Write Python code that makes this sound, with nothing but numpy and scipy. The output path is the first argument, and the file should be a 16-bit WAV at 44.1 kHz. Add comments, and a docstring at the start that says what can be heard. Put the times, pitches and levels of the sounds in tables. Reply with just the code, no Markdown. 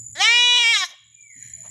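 """On a lawn, insects chirp and buzz over a low rumble; both sink as a young goat starts one long bleat.
Its pitch arches, its mouth opens and closes, and it turns hoarse at the start, in mid-call and at the end:
vocal pulses and puffs of air ring a moving throat, and the yard answers faintly as a noise tail.
A dry swish and a rustle follow, then a faint falling whistle made of many sines, and a soft bump.
Insects and rumble come back up and a hiss in several bands rises, with a far hoot and a last rustle."""
import sys
import numpy as np
from scipy import signal
from scipy.fft import rfft, irfft
from scipy.io import wavfile
from scipy.ndimage import map_coordinates

SR = 44100
rng = np.random.default_rng(int(sys.argv[2]) if len(sys.argv) > 2 else 0)


def master_out(mix):
    """Clip the mix to full scale and print it as 16-bit PCM to the path in sys.argv[1]."""
    frames = np.transpose(np.atleast_2d(mix))
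    ceiling = np.clip(frames, -1, 1)
    pcm = np.round(ceiling * 32767).astype(np.int16)
    wavfile.write(sys.argv[1], SR, pcm)


N = 74970
T = np.arange(N) / SR

# pitch of the goat: t/s, f/Hz
GOAT_PITCH = [(.15,278),(.16,287),(.175,314),(.192,360),(.21,378),(.23,407),(.25,431),(.275,452),(.3,463),(.35,480),(.46,487),(.52,485),(.541,488),(.55,479),(.563,484),(.573,497),(.592,477),(.622,478),(.645,461),(.665,458),(.705,467),(.725,457),(.75,428),(.767,412),(.78,393),(.8,390),(.82,372),(.835,370),(.845,346),(.88,340)]
# hoarseness: t/s, level/dB re the voice, before its colour
RASP_LEVEL = [(.15,-15),(.21,-22),(.232,-17),(.26,-26),(.4,-36),(.53,-36),(.541,-18),(.577,-18),(.6,-34),(.635,-24),(.68,-32),(.72,-32),(.755,-26),(.77,-20),(.79,-27),(.825,-26),(.85,-13)]
# colour of the hoarse breath: f/Hz, level/dB
BREATH_COLOUR = [(250,-25.5),(700,-17),(1000,3),(2500,-6.5),(4000,-11),(5000,9),(6500,8.5),(8000,8.5),(11000,12),(15000,-2)]
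START_S, STOP_S, ATTACK_S, RELEASE_S = 0.1486, .86, 0.0098, 0.0089
# pitch and level unsteadiness at full rasp; puff decay in pitch periods; constant relative pitch waver
JITTER, SHIMMER, PUFF_TURNS, WAVER = .06, .4, 0.71, .001


def bleat(size=512, count=44):
    """Sharp vocal pulses and puffs of air ring the moving throat; hoarseness unsettles the pulses."""
    hop = size // 4
    rasp = amp(curve(RASP_LEVEL, T))
    pitch = curve(GOAT_PITCH, T) * (1 + WAVER * wander(60) + JITTER * rasp * wander(254))
    turns = np.cumsum(pitch) / SR

    # breath is strongest at the start of each vocal period
    puff_level = .5 + np.exp(-(turns % 1) / PUFF_TURNS)
    puffs = unit(puff_level * rng.standard_normal(N))
    hz, t, spectrum = signal.stft(puffs, SR, nperseg=size, noverlap=size - hop)
    gain = throat(t[None], hz[:, None])
    # the root gives each harmonic's share of the band the power of one harmonic
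    per_harmonic = np.sqrt(SR / 2 / curve(GOAT_PITCH, t))
    spectrum = spectrum * gain * amp(shape(BREATH_COLOUR, hz))[:, None] * per_harmonic
    air = rasp * signal.istft(spectrum, SR, nperseg=size, noverlap=size - hop)[1][:N]

    # minimum phase: the throat's phase follows from its log gain around the full frequency circle
    log_gain = np.log(np.vstack([gain, gain[-2:0:-1]]))
    phase = -signal.hilbert(log_gain, axis=0).imag
    on = np.flatnonzero((T > START_S) & (T < STOP_S + 10 * RELEASE_S))
    voice = np.zeros(N)
    for k in range(1, count):
        at = [k * pitch[on] * size / SR, on / hop]
        if k == 1:
            level = amp(curve(VOICE_EDGES, T[on]))
        else:
            level = np.exp(map_coordinates(log_gain, at, order=1))
        angle = 2 * np.pi * k * turns[on] + map_coordinates(phase, at, order=1)
        voice[on] += np.sqrt(2) * level * np.cos(angle)

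    attack = np.clip((T - START_S) / ATTACK_S, 0, 1)
    release = np.exp(-np.maximum(T - STOP_S, 0) / RELEASE_S)
    return attack * release * (voice * (1 + SHIMMER * rasp * wander(150)) + air)


# five throat resonances: t/s, then f/Hz and level/dB of each
THROAT_PEAKS = [(0.155, 700, -51, 1850, -42, 3400, -49, 4090, -47, 5470, -55),
                (0.188, 574, -40.5, 1880, -33.5, 3440, -43, 3900, -36, 4220, -48),
                (0.21, 736, -21, 2020, -21.5, 3260, -21, 4480, -24.5, 5740, -31),
                (0.228, 1020, -25, 2410, -21, 3040, -20, 3980, -22.5, 5400, -28.5),
                (0.252, 1180, -27.5, 2000, -20, 3115, -15, 3697, -19.5, 5370, -26),
                (0.285, 1203, -30.5, 2196, -12.5, 3000, -28.5, 3880, -16, 5740, -34),
                (0.35, 965, -34, 2280, -16, 2985, -17, 3966, -25, 5120, -30.5),
                (0.44, 950, -34, 2346, -21.5, 3105, -15, 3810, -20.5, 5900, -34),
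                (0.6, 1040, -32, 2334, -23.5, 3115, -15.5, 3923, -20.5, 5800, -33.5),
                (0.655, 1030, -37.5, 2250, -17, 3000, -20.5, 3720, -32, 5250, -31),
                (0.722, 982, -37, 2443, -17, 3260, -21.5, 3760, -32, 5250, -31.5),
                (0.748, 1394, -45, 1964, -17.5, 3430, -28.5, 4010, -15.5, 5580, -32.5),
                (0.768, 1404, -24.5, 2046, -26.5, 3110, -17, 3710, -24, 5300, -31),
                (0.79, 1365, -35.5, 2570, -30, 3360, -36, 3944, -24.5, 5680, -32.5),
                (0.84, 983, -28.5, 1810, -24.5, 3246, -27.5, 3800, -28, 4990, -35.5),
                (0.858, 960, -58.5, 1920, -48, 3084, -59, 3964, -35, 6010, -43)]
# their half widths at -6 dB: f/Hz
PEAK_WIDTHS = [222.8, 222, 249, 158, 533]
# the highest resonance: t/s, f/Hz, level/dB
HIGHEST_PEAK = [(.16,6800,-55),(.225,6400,-29.5),(.255,7700,-37),(.29,6900,-38),(.35,7200,-36.5),(.43,6770,-38.5),(.53,7060,-40),(.6,7500,-39),(.66,7100,-36.5),(.72,7500,-39),(.755,6850,-33.5),(.8,6730,-34.5),(.85,6600,-45)]
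HIGH_WIDTH_HZ = 380
# edges of the voice: t/s, fundamental level/dB, then level/dB added to the treble and top colours
VOICE_EDGES = [(.155,-69.5,-64,-78),(.187,-49,-49.5,-72),(.22,-50.5,-37,-61),(.3,-44.5,-40.5,-67),(.38,-45.5,-42,-81.5),(.52,-46.5,-47,-82),(.56,-46,-42,-72),(.74,-52.5,-37,-61.5),(.795,-72,-40,-62.5),(.825,-53,-54.5,-62.5),(.86,-70,-54.5,-63.5)]
# treble colour of the voice: f/Hz, level/dB
TREBLE_COLOUR = [(4500,-35),(6300,-23),(7000,-16.5),(7700,-8.5),(8300,-5.5),(9100,-17),(10100,-20),(10700,-43),(15500,-60.5)]
# top colour of the voice: f/Hz, level/dB
TOP_COLOUR = [(8000,-19.5),(9200,-14),(10050,3),(10800,-1.5),(12200,-3.5),(13200,-10.5),(14600,-8.5),(15500,-17.5)]
# small resonances ripple the treble and shift with the highest peak
RIPPLE_DB, RIPPLE_HZ, RIPPLE_FROM_HZ = 3, 1250, 6500
# the throat's dead spot
NOTCH_HZ, NOTCH_WIDTH_HZ, NOTCH_DB = 4540, 230, -2.5


def throat(t, hz):
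    """Gain of the throat at times t and frequencies hz: six moving peaks, a notch and rippled treble."""
    high = curve(HIGHEST_PEAK, t)
    ripple_growth = np.clip(hz / RIPPLE_FROM_HZ, 0, 1) ** 4
    ripple = RIPPLE_DB * np.cos(2 * np.pi * (hz - high) / RIPPLE_HZ) * ripple_growth
    treble = amp(curve(VOICE_EDGES, t, axis=2) + shape(TREBLE_COLOUR, hz) + ripple)
    top = amp(curve(VOICE_EDGES, t, axis=3) + shape(TOP_COLOUR, hz) + ripple)
    power = treble ** 2 + top ** 2
    peaks = [(curve(THROAT_PEAKS, t, axis=2 * k + 1), curve(THROAT_PEAKS, t, axis=2 * k + 2), width)
             for k, width in enumerate(PEAK_WIDTHS)]
    peaks.append((high, curve(HIGHEST_PEAK, t, axis=2), HIGH_WIDTH_HZ))
    for centre, db, width in peaks:
        power = power + (amp(db) / (1 + ((hz - centre) / width) ** 2)) ** 2
    notch = amp(NOTCH_DB * np.exp(-((hz - NOTCH_HZ) / NOTCH_WIDTH_HZ) ** 2))
    return np.sqrt(power) * notch


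# tail from the houses: f/Hz, level/dB summed over the decay (before its fade-in), t60/s
YARD_TAIL = [(300,-34,.55),(700,-28.5,.4),(950,-18.5,0.44),(1290,-24.5,0.57),(2000,-21,.58),(3400,-20,0.87),(4500,-18,.42),(6000,-10.5,0.27),(8500,-17,0.26),(15000,-13.5,.33)]
# early scatter: summed level; it is densest at half of ECHO_S
ECHO_DB, ECHO_S = -25, 0.06


def yard(x, size=256):
    """Quick scatter from the ground and plants, then a faint tail from the houses."""
    t = T[:SR]
    hz, at, spectrum = signal.stft(rng.standard_normal(SR), SR, nperseg=size)
    t60 = shape(YARD_TAIL, hz, axis=2)[:, None]
    decay = amp(shape(YARD_TAIL, hz)[:, None] - 60 * at / t60)
    unit_energy = np.sqrt(2 * np.log(1000) / t60 / SR)
    tail = signal.istft(spectrum * decay * unit_energy, SR, nperseg=size)[1][:SR]
    tail = tail * np.minimum(t / 0.01, 1)
    early = rng.standard_normal(SR) * t * np.exp(-2 * t / ECHO_S)
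    early = amp(ECHO_DB) * early / np.linalg.norm(early)
    return signal.fftconvolve(x, tail + early)[:N]


# both choruses: t/s, level/dB before CHORUS_DB and SECOND_DB
CHORUS_LEVEL = [(0,-34.5),(.13,-37),(.25,-47),(.6,-52),(.95,-58),(1.1,-52.5),(1.22,-47),(1.42,-37),(1.55,-40.5),(1.7,-34.5)]
CHIRP_HZ, CHIRPS_PER_S, CHIRP_SPREAD_HZ, CHORUS_DB = 6990, 180, 130, -5.5
SECOND_HZ, SECOND_PER_S, SECOND_DB = 7692, 82, -18
CHIRP_S = .003  # half length
# the strongest chirps, close by: t/s, peak level/dB
CLOSE_CHIRPS = [(.015,-31),(.066,-27),(.085,-30),(.131,-31),(1.151,-38),(1.212,-40),(1.228,-39),(1.427,-30),(1.538,-27),(1.553,-29),(1.606,-31),(1.621,-31)]


def chirping_insects():
    """Two chirping choruses and a few close chirps, all of brief wing strokes."""
    first = chorus(CHIRP_HZ, CHIRPS_PER_S, CHIRP_SPREAD_HZ, CHIRP_S, uneven_db=1.5)
    second = chorus(SECOND_HZ, SECOND_PER_S, spread_hz=57, length=0.0034, uneven_db=6)
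    far = amp(CHORUS_DB) * first + amp(SECOND_DB) * second
    near = sum(amp(db) * chirp(s, CHIRP_HZ, CHIRP_S) for s, db in CLOSE_CHIRPS)
    return far * amp(curve(CHORUS_LEVEL, T)) + near


def chorus(hz, per_s, spread_hz, length, uneven_db):
    """Irregular wing strokes of several insects near one pitch."""
    draws = rng.standard_normal((int(np.ceil(per_s * N / SR)), 3))
    strokes = np.zeros(N)
    for k, (late, sharp, loud) in enumerate(draws):
        time = (k + .5 * late) / per_s
        strokes += amp(uneven_db * loud) * chirp(time, hz + spread_hz * sharp, length)
    return unit(strokes)


def chirp(time, hz, length):
    """One wing stroke: a brief swelling tone."""
    out = np.zeros(N)
    near = abs(T - time) < length * np.pi
    u = T[near] - time
    out[near] = np.exp(-(u / length) ** 2) * np.sin(2 * np.pi * hz * u)
    return out


# colour of the buzz: f/Hz, level/dB
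BUZZ_COLOUR = [(8900,-25.5),(9250,-13.5),(9500,7.5),(9800,-0.5),(10050,-1),(10800,0.5),(11450,-6),(11800,-34),(13000,-26.5),(16000,-40)]
# level of the buzz: t/s, level/dB
BUZZ_FADER = [(0,-57),(.15,-58.5),(.5,-80),(1.0,-85),(1.25,-72),(1.42,-58.5),(1.7,-56.5)]
BUZZ_RATE_HZ, BUZZ_DEPTH = 111, 0.15


def buzzing_insect():
    """A high band of noise that pulses at a steady rate."""
    pulse = 1 + BUZZ_DEPTH * np.sin(2 * np.pi * BUZZ_RATE_HZ * T)
    # the added first row keeps the buzz out of the lower range
    return noise([(7000, -70.5)] + BUZZ_COLOUR) * pulse * amp(curve(BUZZ_FADER, T))


# a faint falling whistle: t/s, f/Hz, level/dB, half width f/Hz
FALLING_WHISTLE = [(1.12,2420,-73,20.4),(1.21,2370,-49.5,26.4),(1.28,2250,-53.5,69),(1.34,2080,-52,160),(1.42,1850,-58.5,190),(1.5,1800,-86,220)]


def falling_whistle(count=40):
    """A faint falling whistle whose many sines spread into a breathy band."""
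    centre = np.cumsum(curve(FALLING_WHISTLE, T)) / SR
    spread = np.cumsum(curve(FALLING_WHISTLE, T, axis=3)) / SR
    tone = unit(sum(np.sin(2 * np.pi * (centre + offset * spread + rng.random()))
                    for offset in np.linspace(-1, 1, count)))
    sounding = (T > FALLING_WHISTLE[0][0]) * (T < FALLING_WHISTLE[-1][0])
    return tone * amp(curve(FALLING_WHISTLE, T, axis=2)) * sounding


# faint far hoots: t/s, half length t/s, f/Hz, peak level/dB
FAR_HOOTS = [(1.603,0.031,650,-60.5)]


def hoot():
    """A plain sine that swells and fades."""
    return sum(swell(s, length, db) * np.sin(2 * np.pi * hz * T) for s, length, hz, db in FAR_HOOTS)


# soft rustles in the grass: t/s, half length t/s, level/dB
GRASS_RUSTLES = [(0.924,0.025,-56.5),(1.662,0.019,-51.5)]
# their colour: f/Hz, level/dB
GRASS_COLOUR = [(200,-22),(450,-12.5),(650,3.5),(950,2),(1400,-9),(4000,-14.5),(9000,-44)]
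# a short dry swish: t/s, half length t/s, level/dB
DRY_SWISH = (.9,.018,-47)
# its colour: f/Hz, level/dB
DRY_COLOUR = [(1500,-20.5),(4500,-14),(6400,1),(7600,-22),(11000,-21),(14000,-35)]
# a soft low bump: t/s, half length t/s, level/dB
LOW_BUMP = (1.375,.014,-59)
# its colour: f/Hz, level/dB
LOW_COLOUR = [(60,-12.5),(200,2),(300,4.5),(450,-34),(900,-50)]


def small_sounds():
    """Rustles, a swish and a bump: short swells of coloured noise."""
    rustles = noise(GRASS_COLOUR) * sum(swell(*row) for row in GRASS_RUSTLES)
    swish = noise(DRY_COLOUR) * swell(*DRY_SWISH)
    bump = noise(LOW_COLOUR) * swell(*LOW_BUMP)
    return rustles + swish + bump


# colour of the low rumble: f/Hz, level/dB
RUMBLE_COLOUR = [(20,-32.5),(42,-34),(60,-16.5),(80,-4),(96,-15.5),(114,4.5),(135,-9),(200,-14),(280,-23),(400,-49),(800,-65)]
# its level: t/s, level/dB
RUMBLE_FADER = [(0,-53),(.16,-52),(.3,-65.5),(.42,-97),(.88,-91.5),(1.0,-74),(1.07,-67.5),(1.33,-73),(1.44,-52.5),(1.7,-56)]


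def rumble():
    """Low noise that sinks away during the bleat."""
    return noise(RUMBLE_COLOUR) * amp(curve(RUMBLE_FADER, T))


# colour of the open-air hiss: f/Hz, level/dB
AIR_COLOUR = [(100,-15),(500,-23),(1200,-20),(1500,-18.5),(1750,6.5),(2400,8),(2620,-16),(2850,-3),(3000,-8.5),(3200,3),(3550,-21),(4100,5),(4600,-23),(5200,-20),(5800,1),(6500,-9),(9000,-21.5)]
# its level: t/s, level/dB
AIR_FADER = [(0,-77),(.9,-70.5),(1.28,-84),(1.37,-62.5),(1.45,-51),(1.6,-59.5),(1.7,-59.5)]


def open_air():
    """Hiss in several bands, strongest after the bleat."""
    return noise(AIR_COLOUR) * amp(curve(AIR_FADER, T))


def amp(db):
    """Amplitude of a level in dB."""
    return 10 ** (np.asarray(db) / 20)


def unit(x):
    """Scale to an RMS of one."""
    return x / np.sqrt(np.mean(abs(x) ** 2) + 1e-20)


def curve(table, t, axis=1):
    """One column of a table, joined by straight lines."""
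    rows = np.array(table, float)
    return np.interp(t, np.sort(rows[:, 0]), rows[:, axis])


def shape(table, hz, axis=1):
    """One column of a spectrum on a log-frequency axis."""
    rows = np.array(table, float)
    return np.interp(np.log(hz + 1), np.log(rows[:, 0]), rows[:, axis])


def noise(colour):
    """Steady noise of a given spectrum."""
    gain = amp(shape(colour, np.fft.rfftfreq(N, 1 / SR)))
    return unit(irfft(rfft(rng.standard_normal(N)) * gain, N))


def wander(rate_hz):
    """Smooth chance up to a given rate."""
    gain = np.exp(-(np.fft.rfftfreq(N, 1 / SR) / rate_hz) ** 2)
    return unit(irfft(rfft(rng.standard_normal(N)) * gain, N))


def swell(s, length, db):
    """A bell-shaped rise and fall."""
    return amp(db) * np.exp(-((T - s) / length) ** 2)


def scene():
    """The goat and its yard, then insects, whistle and background, alike in both channels."""
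    goat = bleat()
    mono = goat + yard(goat)
    mono += chirping_insects() + buzzing_insect()
    mono += falling_whistle() + hoot()
    mono += small_sounds() + rumble() + open_air()
    return np.array([mono, mono])


CUT_HZ = 15600


def record(dry):
    """The recorder's band limit: a steep low-pass."""
    low_pass = signal.firwin(511, CUT_HZ, window=("kaiser", 9), fs=SR)
    return signal.oaconvolve(dry, low_pass[None], "same")


dry = scene()
out = record(dry)
master_out(out)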